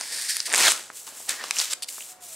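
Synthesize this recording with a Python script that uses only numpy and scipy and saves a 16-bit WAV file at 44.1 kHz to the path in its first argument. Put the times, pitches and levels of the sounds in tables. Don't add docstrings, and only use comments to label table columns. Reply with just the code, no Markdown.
import sys
import numpy as np
from scipy import signal
from scipy.fft import rfft, irfft
from scipy.io import wavfile
from scipy.ndimage import uniform_filter1d

SR = 44100
rng = np.random.default_rng(int(sys.argv[2]) if len(sys.argv) > 2 else 0)


def invert_db(level):
    return 10 ** (np.asarray(level, dtype=float) / 20)


def put_to_file(sound):
    columns = np.atleast_2d(sound).T
    safe = np.clip(columns, -1, 1)
    whole_steps = np.round(safe * 32767)
    wavfile.write(sys.argv[1], SR, whole_steps.astype(np.int16))


N = 103635


def evened(x):
    return x / np.sqrt(np.mean(x ** 2) + 1e-20)


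def read(points, hz):
    f, value = np.transpose(points)
    return np.interp(np.log(hz + 1), np.log(f + 1), value)


def colour(x, points):
    log_gain = np.log(invert_db(read(points, abs(np.fft.fftfreq(4096, 1 / SR)))))
    response = np.exp(np.conj(signal.hilbert(log_gain)))
    taps = np.fft.ifft(response).real[:2048]
    return signal.oaconvolve(x, taps, axes=-1)[..., :np.shape(x)[-1]]


def resonate(x, hz, width_hz):
    turn = np.exp(2j * np.pi * np.cumsum(hz * np.ones(len(x))) / SR)
    r = np.exp(-np.pi * width_hz / SR)
    return 2 * (turn * signal.lfilter([1 - r], [1, -r], x / turn)).real


def fibres(per_s, spread_db, lumps_db, lump_s, hiss_db):
    happens = rng.random(N) < per_s / SR
    size = np.minimum(rng.exponential(1, N), 2)
    hiss = rng.standard_normal(N)
    puffs = signal.lfilter([1], [1, -.94], happens * invert_db(spread_db * size)) * hiss
    pole = np.exp(-1 / (lump_s * SR))
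    clumps = signal.lfilter([1], [1, -pole], rng.standard_normal(N))
    clumps = evened(signal.lfilter([1], [1, -pole], clumps))
    return evened((evened(puffs) + invert_db(hiss_db) * hiss) * invert_db(lumps_db * clumps))


def effort(rows):
    t, power = np.arange(N) / SR, 0
    for start, rise, hold, db, t60 in rows:
        attack = np.clip((t - start) / rise, 0, 1)
        fall_s = np.maximum(t - start - rise - hold, 0)
        power = power + (attack * invert_db(db - 60 * fall_s / t60)) ** 2
    return np.sqrt(power)


def stroke(rows, tone, drive):
    return effort(rows) * evened(colour(drive, tone))


# start_s, rise_s, hold_s, level_db, fall_t60_s
PEEL = [
    (.52, 0.048, 0.072, -24, 0.15),
    (.575, 0.016, 0.045, -24, 0.25),
    (.63, 0.031, 0.051, -20, 0.12),
    (.72, 0.0013, 0.0079, -30.5, 0.54),
]
# freq_hz, density_db_per_hz
PEEL_TONE = [(35, -76), (80, -39), (200, -18), (398, -11), (900, -3), (1310, 5.5), (1510, 2), (8120, 10.5),
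             (16000, -12.5)]
# time_s, slips_per_s
GLUE_RATE = [(.55, 940), (.62, 1800), (.72, 2500)]
# time_s, pitch_hz
STRIP_PITCH = [(.59, 5500), (.615, 5000), (.64, 4250), (.665, 3650), (.69, 3200)]
# start_s, rise_s, hold_s, level_db, fall_t60_s
SHEET = [
    (-.02, 0.011, 0.011, -42, 0.43),
    (.1, 0.015, 0.037, -44.5, 1),
    (.46, 0.032, 0.031, -38, 0.23),
    (.525, 0.056, 0.12, -29, 0.019),
    (.72, 0.014, 0.047, -41.5, 0.27),
    (1.066, 0.0029, 0.015, -47.5, 0.99),
    (1.275, 0.014, 0.046, -38.5, 0.27),
    (1.395, 0.0029, 0.05, -40.5, 0.74),
    (1.55, 0.026, 0.032, -42.5, 0.2),
    (1.72, 0.01, 0.0032, -41, 0.034),
]
# freq_hz, density_db_per_hz
BODY_TONE = [(40, -95), (100, -32), (200, -5), (350, -3), (1000, 3.5), (1700, 2), (2600, 0), (5000, -1),
             (16000, -38)]


def peel():
    t = np.arange(N) / SR
    drive = fibres(np.interp(t, *np.transpose(GLUE_RATE)), 1.5, .8, .001, 2)
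    drive = drive / np.sqrt(uniform_filter1d(drive ** 2, size=900))
    pitch_hz, width_hz = np.interp(t, *np.transpose(STRIP_PITCH)), 400
    ring = evened(resonate(drive, pitch_hz, width_hz))
    ring = ring + evened(resonate(drive, 0.53 * pitch_hz, width_hz))
    free = np.clip((t - STRIP_PITCH[0][0]) / 0.072, 0, 1) * (t < STRIP_PITCH[-1][0])
    thump = effort(SHEET) * evened(colour(drive, BODY_TONE))
    return stroke(PEEL, PEEL_TONE, drive) + effort(PEEL) * free * invert_db(-5) * ring + thump


# time_s, peak_db, ring_hz, wide_share_db, thud_share_db
GLUE_SNAPS = [(.0108, -13, 8600, 5, 0.5), (.3677, -7.5, 9140, -6, -41), (.403, -8, 5020, -7, -49),
              (.4604, -29, 7970, -4, -25), (.482, -26, 9100, -7, 0), (.4937, -20, 8500, -8, -20),
              (.5007, -18, 1910, 2, -13), (.5185, -15, 1900, -6, 6), (.5268, -10, 8050, -12, -7),
              (.5345, -9, 8000, -13, -6), (.5388, -5, 1900, -4, -0.5), (.5457, -7, 8300, -15, -10),
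              (.5468, -8, 2020, -3, -5), (.5571, -6, 7900, -6, -20), (.5612, -7, 7440, -6, -30),
              (.5715, -19, 8600, -8, -24), (.5791, -4, 9100, -1, -11), (.5846, -19, 9300, -5, -5),
              (.5955, -9, 9300, -4, -8), (.5992, -11, 5640, -3, -3), (.6028, -11, 5100, -22, 4),
              (.6042, -12, 8600, -12, -3), (.6073, -7.5, 8500, 3.5, 0), (.61, -16.5, 2370, 0, -20),
              (.6163, -11, 4940, -3, -11), (.7058, -13, 2770, 6, -9), (.7193, -5.5, 8100, -21, -8),
              (.7949, -26.5, 2000, 2, -3)]
# time_s, peak_db, ring_hz, wide_share_db, thud_share_db
FLAP_SNAPS = [(1.0685, -34, 9200, -4, -4), (1.0774, -27.5, 1160, -3, 7), (1.283, -31, 810, -3, -7),
              (1.2905, -16.5, 8000, -3, -29), (1.293, -6, 8100, -6, -22), (1.2937, -13.5, 6800, -4, -26),
              (1.2957, -19, 4700, 2, -17), (1.44, -18, 1110, -5, 2), (1.4389, -20.5, 2930, -6, 1),
              (1.461, -24, 3940, 2, -8), (1.509, -6, 2600, 4.5, -25), (1.5676, -17, 2600, -6, -3),
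              (1.5859, -6, 6100, -14, -11.5), (1.59, -8.5, 6750, -8, -31), (1.595, -7.5, 7200, 17, -23),
              (1.6001, -7, 4300, -15, -10), (1.614, -7.5, 5700, 6, -9), (1.7319, -11.5, 8260, -3, -29),
              (1.7343, -8, 7550, -1, -36), (1.8235, -19, 8200, -2, -30), (1.8442, -21, 4570, 3, -30),
              (1.8874, -24, 4700, 2, -28), (1.8893, -27.5, 2580, -8, -30), (2.007, -25.5, 2900, -13, -4),
              (2.023, -28, 2920, -9, -16)]
# freq_hz, density_db_per_hz
SNAP_TONE = [(150, -69), (900, -10), (1800, -9.5), (5000, 1), (9000, -2.5), (12000, -13.5), (16000, -40.5)]
SNAP_BAND = [330, 12500]


def snaps():
    out, t = np.zeros(N + 2000), np.arange(1500) / SR
    t60_s, ring_q, edge_db = .007, 3, 8
    band = signal.butter(2, SNAP_BAND, 'band', fs=SR)
    for s, db, hz, wide_db, thud_db in GLUE_SNAPS + FLAP_SNAPS:
        edge = invert_db(edge_db) * (t == t[2])
        burst = (rng.standard_normal(len(t)) - edge) * invert_db(-60 * t / t60_s)
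        ring = resonate(resonate(burst, hz, hz / ring_q), hz, hz / 2)
        wide = invert_db(wide_db) * evened(colour(burst, SNAP_TONE))
        thud = invert_db(thud_db) * evened(colour(burst, BODY_TONE))
        snap = signal.lfilter(*band, evened(ring) + wide + thud)
        out[round(s * SR):][:len(t)] += invert_db(db) * snap / abs(snap).max()
    return out[:N]


# start_s, rise_s, hold_s, level_db, fall_t60_s
PICK = [
    (-.05, 0.054, 0.087, -36, 1),
    (.08, 0.053, 0.13, -31.5, 0.93),
    (.284, 0.0069, 0.021, -26.5, 0.29),
    (.34, 0.012, 0.037, -36, 0.73),
    (.452, 0.0062, 0.012, -28, 0.084),
    (.49, 0.02, 0.012, -35.5, 0.32),
]
# freq_hz, density_db_per_hz
PICK_TONE = [(150, -102), (1100, -32), (1750, -4), (2900, -12), (5000, -1), (6300, -7), (8800, -2.5),
             (16000, -25.5)]


def pick():
    return stroke(PICK, PICK_TONE, fibres(1500, 1.5, .8, .006, 6))


# start_s, rise_s, hold_s, level_db, fall_t60_s
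FOLD = [
    (1.278, 0.025, 0.0034, -27.5, 0.13),
    (1.3, 0.0046, 0.023, -36, 0.62),
    (1.437, 0.0027, 0.012, -39, 1),
    (1.51, 0.056, 0.011, -31.5, 0.071),
    (1.56, 0.05, 0.013, -26, 0.33),
    (1.63, 0.0069, 0.01, -59, 0.15),
    (1.69, 0.0205, 0.028, -30, 0.0077),
    (1.74, .004, 0.0069, -67, 0.15),
]
# freq_hz, density_db_per_hz
FOLD_TONE = [(88, -51), (150, -35), (328, -40), (504, -9.5), (805, -8.5), (1720, 0), (2140, 0.5), (7620, 6),
             (16000, -12)]


def fold():
    return stroke(FOLD, FOLD_TONE, fibres(1400, 1.5, 1.2, .003, 3))


# start_s, rise_s, hold_s, level_db, fall_t60_s
NAIL = [
    (1.821, 0.0042, 0.011, -29.5, 0.02),
    (1.838, 0.0018, 0.0055, -38, 0.01),
    (1.884, .003, 0.0037, -30.5, 0.011),
]
# freq_hz, density_db_per_hz
NAIL_TONE = [(300, -65), (1800, -27), (2500, -4.5), (3300, -3.5), (4700, 2.5), (6500, -10), (8500, 1),
             (16000, -23)]


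def nail():
    return stroke(NAIL, NAIL_TONE, fibres(1500, 2, 1, .002, 2))


# start_s, rise_s, hold_s, level_db, fall_t60_s
PALM = [
    (.92, 0.047, 0.0077, -38.5, 0.65),
    (1.066, 0.003, 0.017, -39.5, 0.32),
    (1.12, 0.042, 0.15, -41.5, 0.74),
    (1.87, 0.017, 0.045, -37.5, 0.1),
    (1.92, 0.022, 0.1, -39.5, 0.38),
    (2.08, 0.0088, 0.039, -44, 0.065),
    (2.2, 0.037, 0.088, -42, 0.17),
    (2.27, 0.067, 0.056, -41, 0.28),
]
# freq_hz, density_db_per_hz
PALM_TONE = [(88, -50), (150, -26), (805, -43), (979, -20), (1600, -9), (2600, -3), (5150, 0.5),
             (7770, 8.5), (16000, -6)]


def palm():
    return stroke(PALM, PALM_TONE, fibres(1200, 1, .8, .004, 7))


# time_s, peak_db, pitch_hz
TAPS = [
    (0.9017, -23, 1460),
    (1.124, -40.5, 650),
    (1.203, -36, 710),
    (1.982, -29.5, 1200),
]


def taps():
    out, t = np.zeros(N + 2000), np.arange(1500) / SR
    q, rebound_db, rebound_s = 2.34, -18, 0.00458
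    for s, db, hz in TAPS:
        push = t * hz * np.exp(-2 * np.pi * t * hz / q) * np.sin(2 * np.pi * hz * t)
        push = push + invert_db(rebound_db) * np.interp(0.73 * (t - rebound_s), t, push, 0, 0)
        out[round(s * SR):][:len(t)] += invert_db(db) * push / abs(push).max()
    return out[:N]


# start_s, rise_s, hold_s, level_db, fall_t60_s
POCKET = [
    (1.282, .01, .03, -38, .15),
    (1.365, .01, .025, -43, .06),
    (1.4, .004, .028, -39, .03),
    (.5, .01, .03, -40, .05),
]


def pocket():
    pitch_hz, width_hz = 1780, 220
    return effort(POCKET) * evened(resonate(fibres(700, 1.5, 2.5, .005, 0), pitch_hz, width_hz))


# time_s, pitch_hz, level_db
SQUEAK = [(2.09, 737, -62), (2.11, 737, -56), (2.21, 737, -59), (2.24, 709, -53), (2.285, 700, -63),
          (2.305, 650, -58), (2.35, 650, -57)]
# time_s, pitch_hz, level_db
CHIRP = [(1.77, 730, -62), (1.85, 733, -58)]


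def squeak(curve):
    t, (s, hz, db) = np.arange(N) / SR, np.transpose(curve)
    waver = evened(uniform_filter1d(rng.standard_normal(N), size=300))
    phase = 2 * np.pi * np.cumsum(np.interp(t, s, hz) * (1 + 0.0043 * waver)) / SR
    wave = np.sin(phase) + invert_db(-15) * np.sin(2 * phase)
    return np.sqrt(2) * invert_db(np.interp(t, s, db, -120, -120)) * wave


# freq_hz, t60_s
WALLS = [(200, 0.48), (3000, 0.27), (14000, 0.24)]


def walls(x):
    hz, t, z = signal.stft(rng.standard_normal(SR // 2), SR, nperseg=256)
    decay = invert_db(-60 * t / read(WALLS, hz)[:, None])
    tail = signal.istft(z * decay, SR, nperseg=256)[1]
    tail = tail * np.clip(np.arange(len(tail)) / SR / 0.0026, 0, 1)
    return signal.fftconvolve(x, tail / np.linalg.norm(tail))[:N]


# freq_hz, density_db_per_hz
AIR_TONE = [(25, -19), (60, -21), (300, -3.5), (600, -0.5), (1400, -3), (3000, -11.5), (9000, -15),
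            (16000, -33)]
# pitch_hz, level_db
HUM = [(98, -79.), (160, -79.), (500, -72.)]


def air():
    hum = sum(invert_db(db) * evened(resonate(rng.standard_normal(N), hz, 4.4)) for hz, db in HUM)
    return invert_db(-56.5) * evened(colour(rng.standard_normal(N), AIR_TONE)) + hum


# freq_hz, level_db
APART = [(100, -29), (300, -21), (1400, -18), (3000, -16.5), (5500, -14.5), (8000, -14.5), (9500, -21.5),
         (14000, -25)]


def scene():
    paper = pick() + peel() + fold() + palm() + pocket() + snaps() + taps() + nail()
    paper = signal.lfilter(*signal.butter(2, 150, 'high', fs=SR), paper)
    room = invert_db(-16) * walls(paper) + air() + squeak(SQUEAK) + squeak(CHIRP)
    mid = paper + room
    apart = invert_db(-5) * paper + invert_db(11) * room
    smear = rfft(rng.standard_normal(2048) * invert_db(-60 * np.arange(2048) / SR / .03))
    smear = irfft(smear / np.sqrt(uniform_filter1d(abs(smear) ** 2, size=9)))
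    side = colour(signal.oaconvolve(apart, smear / np.linalg.norm(smear))[:N], APART)
    return np.array([mid + side, mid - side])


def low_pass(x):
    return signal.sosfilt(signal.butter(12, 17000, fs=SR, output="sos"), x)


def record(dry):
    ceiling, edge_hz = .62, 15800
    soft = dry / (1 + (dry / ceiling) ** 4) ** .25
    mix = signal.oaconvolve(soft, signal.firwin(255, edge_hz, fs=SR)[None], "same")
    return low_pass(mix)


dry = scene()
out = record(dry)
put_to_file(out)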